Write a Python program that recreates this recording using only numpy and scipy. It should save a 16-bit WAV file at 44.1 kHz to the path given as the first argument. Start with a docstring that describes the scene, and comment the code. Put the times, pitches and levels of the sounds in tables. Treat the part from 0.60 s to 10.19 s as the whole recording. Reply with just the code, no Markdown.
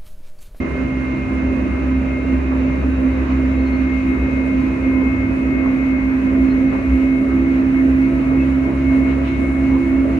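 """A strong motor hum and a high gear whine come first, heard within the cabin of a slowly quickening train.
Their pitch follows the speed; tones are wavering sines, and the sleepers shake the hum into sidebands. Beneath
lie the sleeper drone and filtered noise for rolling wheels, rail thuds and knocks, and air. Close by, the cabin
trim ticks, rustles and squeaks. A left and a right microphone pick it all up."""
import sys
import numpy as np
from scipy.fft import rfft, irfft, next_fast_len
from scipy.io import wavfile
from scipy.ndimage import map_coordinates

SR = 44100
rng = np.random.default_rng(int(sys.argv[2]) if len(sys.argv) > 2 else 0)


def store_wav(level_fs):
    """Save 16-bit WAV to argv[1]."""
    pcm = np.round(np.clip(np.atleast_2d(level_fs), -1, 1) * 32767)
    wavfile.write(sys.argv[1], SR, pcm.T.astype(np.int16))


N = 422919
T = np.arange(N) / SR
FROM_MIDDLE = T - T.mean()  # seconds before or after the middle of the scene
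CRUISE_HZ = 2150.6  # pitch of the main whine at cruising speed
SLEEPER_HZ, WHEEL_HZ, HUM_HZ = 67.3, 59.2, 263.3  # at cruising speed


def amp(db):
    """Decibels to gain."""
    return 10 ** (np.asarray(db) / 20)


def unit(x):
    """Scale to rms 1."""
    return x / np.sqrt(np.mean(np.abs(x) ** 2) + 1e-20)


def along(points, hz):
    """Interpolate (frequency [Hz], value) points on a log frequency axis."""
    f, v = np.transpose(points)
    return np.interp(np.log(hz + 1), np.log(f + 1), v)


def curves(rows):
    """One value per sample for each column after the time."""
    s, *cols = np.transpose(rows)
    return [np.interp(T, s, c) for c in cols]


def wobble(rate):
    """A smooth random curve through normal-distributed knots, rate knots a second."""
    coarse = T[::64]
    knots = rng.standard_normal(2048)
    return np.interp(T, coarse, map_coordinates(knots, [coarse * rate], mode="wrap"))


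def tone(cycles, scatter, rate):
    """A tone of rms 1; shifting paths through the car body scatter its size and phase."""
    phase = 2 * np.pi * (cycles + rng.random())
    in_phase = (1 + scatter * wobble(rate)) * np.sin(phase)
    return unit(in_phase + scatter * wobble(rate) * np.cos(phase))


def ear_tones(cycles, scatter, rate):
    """The same tone at both microphones, scattered separately on its way to each."""
    return np.array([tone(cycles, scatter, rate) for _ in range(2)])


def swell(s, length):
    """A bell-shaped envelope around time s; length is its standard deviation in seconds."""
    return np.exp(-.5 * np.minimum(((T - s) / length) ** 2, 100))


def strike(s, attack, decay):
    """An envelope that rises quickly at time s and dies away; attack and decay in seconds."""
    age = np.maximum(T - s, 0)
    return (1 - np.exp(-age / attack)) * np.exp(-np.minimum(age / decay, 50))


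# likeness of cabin noise at the two microphones: (frequency [Hz], correlation [-1 to 1])
LEFT_RIGHT_LIKENESS = [(60, 1), (93, 0.87), (150, 0.84), (230, 0.75), (350, 0.51), (550, 0.42), (850, 0.25),
                       (1320, -0.19), (2060, 0.093), (3200, 0.064)]
# balance of cabin noise: (frequency [Hz], left minus right [dB])
LEFT_RIGHT_BALANCE = [(100, -0.5), (260, -2.5), (500, 1), (1000, -0.5), (1750, -3.5), (2300, 0.5),
                      (3300, 3), (5000, -4), (7200, 2), (11000, 2.5)]


def rush(spectrum):
    """Stereo noise of rms 1, mixed from mid and side for the cabin's left-right likeness and balance."""
    m = next_fast_len(N + 8192)
    hz = np.fft.rfftfreq(m, 1 / SR)
    skirt = 1 / (1 + (hz / (1.2 * spectrum[-1][0])) ** 12)  # roll-off above the last point
    colour = amp(along(spectrum, hz)) * skirt
    turn = np.arccos(np.clip(along(LEFT_RIGHT_LIKENESS, hz), -1, 1)) / 2
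    mid, side = rfft(rng.standard_normal((2, m))) * colour * [np.cos(turn), np.sin(turn)]
    lean = amp(along(LEFT_RIGHT_BALANCE, hz) / 2)
    stereo = np.array([(mid + side) * lean, (mid - side) / lean])
    return unit(irfft(stereo, m)[:, :N])


# the train's speed, told by the main whine: (time [s], pitch [Hz])
SPEED_PITCH = [(0, 2120.5), (3, 2139.5), (4, 2145.2), (7, 2165.3), (8, 2173.3), (9.6, 2182.5)]


def travel():
    """Distance run, in seconds at cruising speed; every speed-bound tone takes its phase from it."""
    return np.cumsum(curves(SPEED_PITCH)[0]) / CRUISE_HZ / SR


# air over the body and from the vents, spectrum shape: (frequency [Hz], relative density [dB per Hz])
VENT_COLOUR = [(1700, -28.5), (2050, 0), (2300, -1.5), (2620, -0.5), (2900, -8.5), (3250, -16.5),
               (3650, -17.5), (3900, -16.5), (4900, -24.5), (5900, -24.5), (6230, -21), (6600, -26),
               (7400, -29), (8100, -47)]
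# thin hiss of air, spectrum shape: (frequency [Hz], relative density [dB per Hz])
HISS_COLOUR = [(5000, -25.5), (7200, -1.5), (8050, -5), (8500, -3), (10300, -3), (11000, -9.5),
               (12500, -15), (14000, -30.5), (15700, -20)]
HISS_START_DB, HISS_RISE_DB_PER_S = -67, 0.5  # rises as the train speeds up


def air():
    """Turbulent air as a broad rush of filtered noise, with a thin restless hiss on top that grows."""
    vent = amp(-41.5 + 0.29 * wobble(1.8) + 0.73 * wobble(14)) * rush(VENT_COLOUR)
    flicker = amp(1.1 * wobble(20) + .8 * wobble(90))
    hiss_level = amp(HISS_START_DB + HISS_RISE_DB_PER_S * T + .7 * wobble(5.4))
    return vent + hiss_level * flicker * rush(HISS_COLOUR)


# borders between the registers of the rumble: frequency [Hz]
REGISTER_BORDERS = [115, 230, 370]
SURGE_DB, SURGE_RATE = 2, 11  # depth, knots a second


def lumpy(x):
    """Each register of a noise surges and sags on its own; the whole keeps rms 1."""
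    m = next_fast_len(N + 8192)
    bins = rfft(x, m)
    register = np.searchsorted(REGISTER_BORDERS, np.fft.rfftfreq(m, 1 / SR))
    out = np.zeros((2, N))
    for k in np.unique(register):
        band = irfft(bins * (register == k), m)[:, :N]
        out += band * amp(SURGE_DB * wobble(SURGE_RATE))
    return unit(out)


# low rolling noise in the cabin, spectrum shape: (frequency [Hz], relative density [dB per Hz])
RUMBLE_COLOUR = [(20, -31), (40, -14), (57, -6.5), (78, -4), (102, -3), (120, -8.5), (150, -4.5),
                 (178, -10), (205, -3), (260, 0), (300, -2), (350, -5), (420, -13.5), (540, -10.5),
                 (670, -17), (760, -35.5)]
# higher roar of the wheels, spectrum shape: (frequency [Hz], relative density [dB per Hz])
ROAR_COLOUR = [(380, -32.5), (650, -2), (719, -8), (1060, -3.5), (1770, -7), (2020, -6.5), (2050, -8),
               (2660, -33), (4510, -120)]
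# wheels on rough stretches of rail: (time [s], level [dB], bell length [s])
ROUGH_STRETCHES = [(2.694, -31.5, 0.042), (4.138, -40.5, 0.11), (4.453, -33, 0.045), (8.107, -36, 0.039),
                   (8.41, -37, 0.052), (9.15, -31.5, 0.052)]
# spectrum shape of those thuds: (frequency [Hz], relative level [dB])
THUD_SPECTRUM = [(60, -11.5), (150, -1), (300, 2.5), (520, -7), (780, -9), (1050, -2.5), (1400, -17),
                 (2500, -28), (4000, -60.5)]
# brief swells of low tones and of the 1030 Hz drive tone:
# (time [s], frequency [Hz], level [dB], bell length [s])
TONE_SWELLS = [(.4, 1030, -44, 0.097), (.7, 98, -33, 0.055), (.73, 1038, -43, 0.027),
               (3.72, 60.7, -24, .09), (4.052, 1030, -45.5, 0.08), (4.388, 1034, -42, 0.089),
               (4.615, 98.5, -28, 0.085), (5.824, 59.8, -27, 0.037), (6.33, 61.7, -19, 0.04)]


def rolling():
    """Wheels excite rumble and roar, and dull thuds at rough rail; low and 1030 Hz tones swell briefly."""
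    rumble = amp(-25.0 + 0.99 * wobble(2.7) + 0.32 * wobble(15)) * lumpy(rush(RUMBLE_COLOUR))
    roar = amp(-36 + 0.73 * wobble(15)) * rush(ROAR_COLOUR)
    thud_level = sum(amp(db) * swell(s, length) for s, db, length in ROUGH_STRETCHES)
    thuds = thud_level * rush(THUD_SPECTRUM)
    tone_swells = sum(amp(db) * swell(s, length) * tone(hz * T, scatter=0.34, rate=15)
                      for s, hz, db, length in TONE_SWELLS)
    return rumble + roar + thuds + tone_swells


# wheels on sharp flaws in the rail: (time [s], level [dB], decay time [s])
RAIL_FLAWS = [(1.91, -24.5, 0.045), (2.095, -27, 0.018), (2.226, -27, .028), (2.512, -29, .014),
              (2.742, -31, .017), (5.033, -26, 0.02), (5.058, -25.5, 0.028), (6.125, -19, 0.013),
              (6.148, -25, 0.017), (6.187, -26, 0.013), (7.706, -25.5, 0.036), (8.056, -28, 0.014),
              (8.082, -26.5, 0.023), (8.151, -32, .016), (9.145, -28, 0.02)]
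# spectrum shape of the knocks: (frequency [Hz], relative level [dB])
KNOCK_SPECTRUM = [(60, -11.5), (150, -4.5), (300, 1), (520, -2), (780, -8.5), (1050, -3), (1400, -11),
                  (2500, -27), (4000, -60)]


def knocks():
    """Flaws in the rail strike the wheels; the floor passes on a short dull knock."""
    level = sum(amp(db) * strike(s, attack=0.0021, decay=decay) for s, db, decay in RAIL_FLAWS)
    return level * rush(KNOCK_SPECTRUM)


def squeak(hz, rough):
    """A slipping contact whose pitch and size shift every few cycles."""
    rate = hz / 7.6  # cycles held before the contact catches anew
    pitch = hz * (1 + rough * wobble(rate))
    return tone(np.cumsum(pitch) / SR, scatter=.35, rate=rate)


# trim ticking: (time [s], level [dB], bell length [s])
TRIM_TICKS = [(0.577, -62.5, 0.016), (2.152, -64.5, 0.0091), (2.251, -70.5, .015), (2.575, -68.5, 0.011),
              (3.77, -70.5, 0.06), (3.873, -60, 0.016), (4.15, -62.5, 0.024), (5.258, -69.5, 0.011),
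              (5.861, -62, 0.044), (6.699, -63, 0.014), (7.424, -62, 0.01), (8.052, -60.5, 0.011),
              (8.673, -59, 0.018), (9.27, -61.5, 0.068), (9.461, -65, .04)]
# spectrum shape of the ticks: (frequency [Hz], relative level [dB])
TICK_SPECTRUM = [(1500, -16), (2700, 5.5), (4000, 2), (7000, -1.5), (8050, -4.5), (10000, -2.5),
                 (12500, -10.5), (15500, -22)]
# short dry rustles in the cabin: (time [s], level [dB], bell length [s])
DRY_RUSTLES = [(.85, -55, .015), (2.717, -44.5, 0.023), (6.962, -47, 0.023), (8.508, -42, .03),
               (8.68, -38, 0.031), (8.766, -47, .04)]
# spectrum shape of the rustles: (frequency [Hz], relative level [dB])
RUSTLE_SPECTRUM = [(1200, -10.5), (1900, 0), (2700, 5.5), (3300, -7.5), (4000, -6.5), (4700, -22),
                   (6000, -23.5), (9000, -34)]
# trim rubbing: (time [s], frequency [Hz], level [dB], bell length [s], rms pitch scatter [share])
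TRIM_SQUEAKS = [(3.006, 4210, -56, .013, .024), (3.074, 4240, -55.5, .018, .024),
                (3.146, 4240, -54, .017, .02), (3.21, 4250, -63, .025, .04),
                (5.914, 4210, -51.5, .013, .01), (7.815, 2600, -37.5, 0.022, .008)]
GRAIN_DB, GRAIN_RATE = 0.5, 280  # unevenness of ticks and rustles: depth, knots a second


def trim():
    """Shaken panels tick and rustle in bursts of noise and give short rough squeaks."""
    ticks = sum(amp(db) * swell(s, length) for s, db, length in TRIM_TICKS) * rush(TICK_SPECTRUM)
    rustles = sum(amp(db) * swell(s, length) for s, db, length in DRY_RUSTLES) * rush(RUSTLE_SPECTRUM)
    grain = unit(amp(GRAIN_DB * wobble(GRAIN_RATE)))  # the surfaces catch and slip
    squeaks = sum(amp(db) * swell(s, length) * squeak(hz, rough)
                  for s, hz, db, length, rough in TRIM_SQUEAKS)
    return (ticks + rustles) * grain + squeaks


# overtones of the sleeper beat: (multiple of the sleeper rate, level [dB])
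BEAT_OVERTONES = [(3, -38.5), (4, -41.5), (5, -42), (9, -52), (11, -51.5), (12, -54.5), (17, -52.5),
                  (18, -60), (19, -50), (20, -59.5), (21, -58.5), (23, -56), (28, -58)]


def sleeper_buzz(run):
    """Overtones of the sleeper beat lie in the roar as a faint comb, wavering at each microphone."""
    out = np.zeros((2, N))
    for k, db in BEAT_OVERTONES:
        out += amp(db) * ear_tones(round(k) * SLEEPER_HZ * run, scatter=0.74, rate=7)
    return out


# drone under the floor: (time [s], drone level [dB], octave level before a 2 dB cut [dB])
SLEEPER_DRONE = [(0.0, -29.5, -48), (0.56, -29.5, -25.5), (0.72, -29, -48), (1.15, -20.5, -37.5),
                 (2.48, -22.5, -33), (2.6, -20, -29), (3.56, -25, -36.5), (4.96, -29.5, -40),
                 (5.08, -35, -31.5), (5.76, -31, -38), (6.12, -51.5, -43.5), (6.32, -22.5, -48),
                 (6.52, -40, -52), (6.76, -24.5, -34), (7.2, -36.5, -43), (7.32, -20, -30),
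                 (7.52, -42, -30), (7.8, -24.5, -27.5), (8.3, -24.5, -27.5), (9.6, -26.5, -38)]


def sleepers(run):
    """The wheels pass the sleepers in a deep drone that beats against an order of the wheels' turning."""
    drone_db, octave_db = curves(SLEEPER_DRONE)
    drone = amp(drone_db) * tone(SLEEPER_HZ * run, scatter=0.17, rate=9)
    octave = amp(octave_db - 2.0) * tone(2 * SLEEPER_HZ * run, scatter=0.22, rate=8.2)
    wheel = amp(-32.5 + 0.43 * FROM_MIDDLE) * tone(WHEEL_HZ * run, scatter=0.19, rate=6.1)
    return drone + octave + wheel


# weaker tones of motors and gears, levels at mid-scene:
# (frequency at cruising speed [Hz], left [dB], right [dB], growth [dB per s])
MOTOR_AND_GEAR_TONES = [(518, -45.5, -47.5, -0.5), (523, -45.5, -47, -0.1), (592.4, -47.5, -47, -1),
                        (638, -53, -49, -0.5), (657.5, -45.5, -54, 1.86), (970, -56.5, -55, 0),
                        (1030, -52, -49, -0.5), (1557, -56.5, -54.5, -1)]


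def drive_tones(run):
    """Faint motor and gear tones follow the speed and flutter separately at each microphone."""
    out = np.zeros((2, N))
    for hz, left_db, right_db, growth_db in MOTOR_AND_GEAR_TONES:
        pair = ear_tones(hz * run + 0.044 * wobble(25), scatter=.5, rate=13)
        out += amp([[left_db], [right_db]]) * amp(growth_db * FROM_MIDDLE) * pair
    return out


# thinner whines above the main one, swelling as the speed carries them through a resonance:
# (frequency at cruising speed [Hz], left peak [dB], right peak [dB], time of peak [s], bell length [s])
THIN_WHINES = [(2423, -47, -48, 2.5, 2.8), (2424, -47, -48.5, 6.3, 2.5), (2542, -47, -44.5, 4.7, 1.25),
               (2550, -48.5, -48, 1.6, 1.8), (2750, -54, -56.5, 1.5, 1.7), (3840, -65, -60.5, 2.6, 1.2),
               (3830, -70, -65.5, 7.0, 2)]


def overwhines(run):
    """Thinner whines waver above the main one, each swelling through a resonance over seconds."""
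    out = np.zeros((2, N))
    for hz, left_db, right_db, s, length in THIN_WHINES:
        pair = ear_tones(hz * run + 0.04 * wobble(20), scatter=0.46, rate=11)
        out += amp([[left_db], [right_db]]) * swell(s, length) * pair
    return out


# gear whine at the left microphone, before the flutter: (time [s], level [dB])
WHINE_LEFT = [(0.0, -40), (.36, -39.5), (.42, -39), (.48, -37), (.72, -38), (1.02, -40), (1.12, -33.5),
              (1.43, -42), (1.56, -33), (1.8, -42), (2.05, -45), (2.14, -31.5), (2.34, -52), (2.42, -39),
              (2.64, -40), (2.75, -37), (2.86, -33.5), (3.02, -36.5), (3.08, -32), (3.2, -34.5),
              (3.35, -25), (3.44, -36), (3.52, -27.5), (3.66, -32), (3.76, -29), (4.2, -33), (4.4, -27.5),
              (4.6, -27.5), (4.77, -36.5), (5.03, -25.5), (5.12, -32), (5.25, -28), (5.54, -32.5),
              (5.62, -42), (5.7, -33), (6.38, -30), (6.58, -29.5), (6.62, -37), (6.72, -29.5),
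              (6.83, -36.5), (6.92, -32.5), (7.02, -40), (7.1, -42), (7.2, -29.5), (7.28, -45),
              (7.35, -41.5), (7.44, -28.5), (7.54, -37), (7.84, -31), (7.97, -38), (8.06, -30), (8.15, -39),
              (8.24, -30), (8.42, -28), (8.64, -36.5), (8.76, -31.5), (9.0, -31.5), (9.42, -34.5),
              (9.48, -44), (9.58, -33.5)]
# the right microphone, in a hollow of standing waves that shift as the pitch climbs:
# (time [s], level before the flutter [dB], lag behind the left [radians])
WHINE_IN_HOLLOW = [(0, -32.5, -1), (.8, -34, -0.2), (1.38, -41, -1.5), (1.56, -36, 0.1), (2.3, -50, -1.1),
                   (3.2, -39, -1.5), (3.6, -44, -2), (4.3, -38.5, -2), (4.7, -45, -3), (5.9, -41, -2.5),
                   (7.0, -43, -2.5), (7.7, -49.5, -4), (8.3, -49.5, -1), (9.6, -44, 0.5)]
WHINE_FLUTTER_DB, WHINE_FLUTTER_RATE = 1.53, 27  # depth, knots a second


def gear_whine(run):
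    """The high whine flutters, and drifts from right to left through the cabin's standing waves."""
    left_db = curves(WHINE_LEFT)[0]
    right_db, right_lag = curves(WHINE_IN_HOLLOW)
    flutter = amp(WHINE_FLUTTER_DB * wobble(WHINE_FLUTTER_RATE) - 1.35)
    phase = 2 * np.pi * CRUISE_HZ * run + 0.27 * wobble(18)
    direct = np.sqrt(2) * amp([left_db, right_db]) * np.sin([phase, phase - right_lag])
    scattered = ear_tones(CRUISE_HZ * run, scatter=3.9, rate=20)
    return flutter * direct + amp([[-48], [-47]]) * scattered


# motor hum, before ear balance and flutter: (time [s], level [dB])
HUM_LEVEL = [(0.0, -19), (0.12, -31), (0.2, -21), (0.64, -27), (0.72, -20.5), (0.8, -23), (0.92, -19.5),
             (1.24, -23), (1.36, -18.5), (1.64, -24), (1.72, -15.5), (1.8, -23), (2.08, -18), (2.2, -27),
             (2.3, -16), (2.39, -23.5), (2.46, -14), (2.55, -20), (2.68, -21.5), (2.88, -18), (3.48, -18.5),
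             (3.64, -21), (3.96, -17), (4.16, -20.5), (4.37, -14), (4.44, -17), (4.8, -20), (5.08, -17),
             (5.6, -16.5), (5.92, -13), (6.09, -15), (6.135, -20.5), (6.16, -16), (6.23, -20), (6.26, -15),
             (6.4, -14.5), (6.72, -16.5), (7.44, -14), (7.64, -16.5), (7.8, -15), (8.0, -17), (8.12, -22),
             (8.36, -13), (8.72, -21.5), (9.16, -14.5), (9.24, -18), (9.29, -18), (9.36, -14), (9.58, -17)]
# how hard the hum is shaken, before the sway: (time [s], sideband level [dB])
SHAKE_LEVEL = [(0.0, -37.5), (3.3, -35), (3.43, -47), (3.55, -31.5), (3.98, -42), (4.1, -33), (5.46, -40),
               (5.58, -28), (6.1, -31), (7.53, -27.5), (7.68, -39), (7.76, -25.5), (8.0, -33), (8.1, -24),
               (8.35, -31), (9.6, -30.5)]
# the hum shaken at the sleeper rate, gains at mid-scene:
# (multiple of the sleeper rate added, left [dB], right [dB], growth [dB per s])
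HUM_SIDEBANDS = [(-1, -8, -12.5, -1), (1, -2.5, 0.5, 0), (2, -9, -6, -1.5)]
HUM_FLUTTER_DB, HUM_FLUTTER_RATE = 0.94, 17  # depth at mid-scene, knots a second
FLUTTER_FALL_DB_PER_S = 0.7  # the hum's flutter is deeper early, shallower late
SWAY_DB, SWAY_RATE = 1.5, 6  # the shaking comes and goes: depth, knots a second


def motor_hum(run, right_lag=0.15):
    """One motor order booms in the cabin, its flutter deeper early; the sleepers shake it into sidebands."""
    phase = 2 * np.pi * HUM_HZ * run + 0.22 * wobble(17)
    flutter_depth = HUM_FLUTTER_DB * amp(-FLUTTER_FALL_DB_PER_S * FROM_MIDDLE)
    flutter_db = flutter_depth * wobble(HUM_FLUTTER_RATE)
    level = amp(curves(HUM_LEVEL)[0] - 0.16 + flutter_db)
    ears = np.array([amp(-2.0) * np.sin(phase), amp(1.6) * np.sin(phase - right_lag)])
    hum = level * np.sqrt(2) * ears
    shake_db = curves(SHAKE_LEVEL)[0] + SWAY_DB * wobble(SWAY_RATE)
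    for k, left_db, right_db, growth_db in HUM_SIDEBANDS:
        sideband = tone((HUM_HZ + round(k) * SLEEPER_HZ) * run, scatter=.45, rate=11)
        hum += amp([[left_db], [right_db]]) * amp(shake_db + growth_db * FROM_MIDDLE) * sideband
    return hum


def scene():
    """All that reaches the listener within the cabin, from the background to the motor."""
    run = travel()
    background = air() + rolling() + knocks() + trim()
    track = sleeper_buzz(run) + sleepers(run)
    machinery = drive_tones(run) + overwhines(run) + gear_whine(run) + motor_hum(run)
    return background + track + machinery


def record(dry):
    """Fade both ends over 4 ms and low-pass the scene."""
    m = next_fast_len(N + 8192)
    fade = np.clip(np.minimum(T, T[-1] - T) / .004, 0, 1)
    bins = rfft(dry * np.sin(np.pi / 2 * fade) ** 2, m)
    passed = np.fft.rfftfreq(m, 1 / SR) < 15750  # band limit in Hz
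    return irfft(bins * passed, m)[:, :N]


dry = scene()
out = record(dry)
store_wav(out)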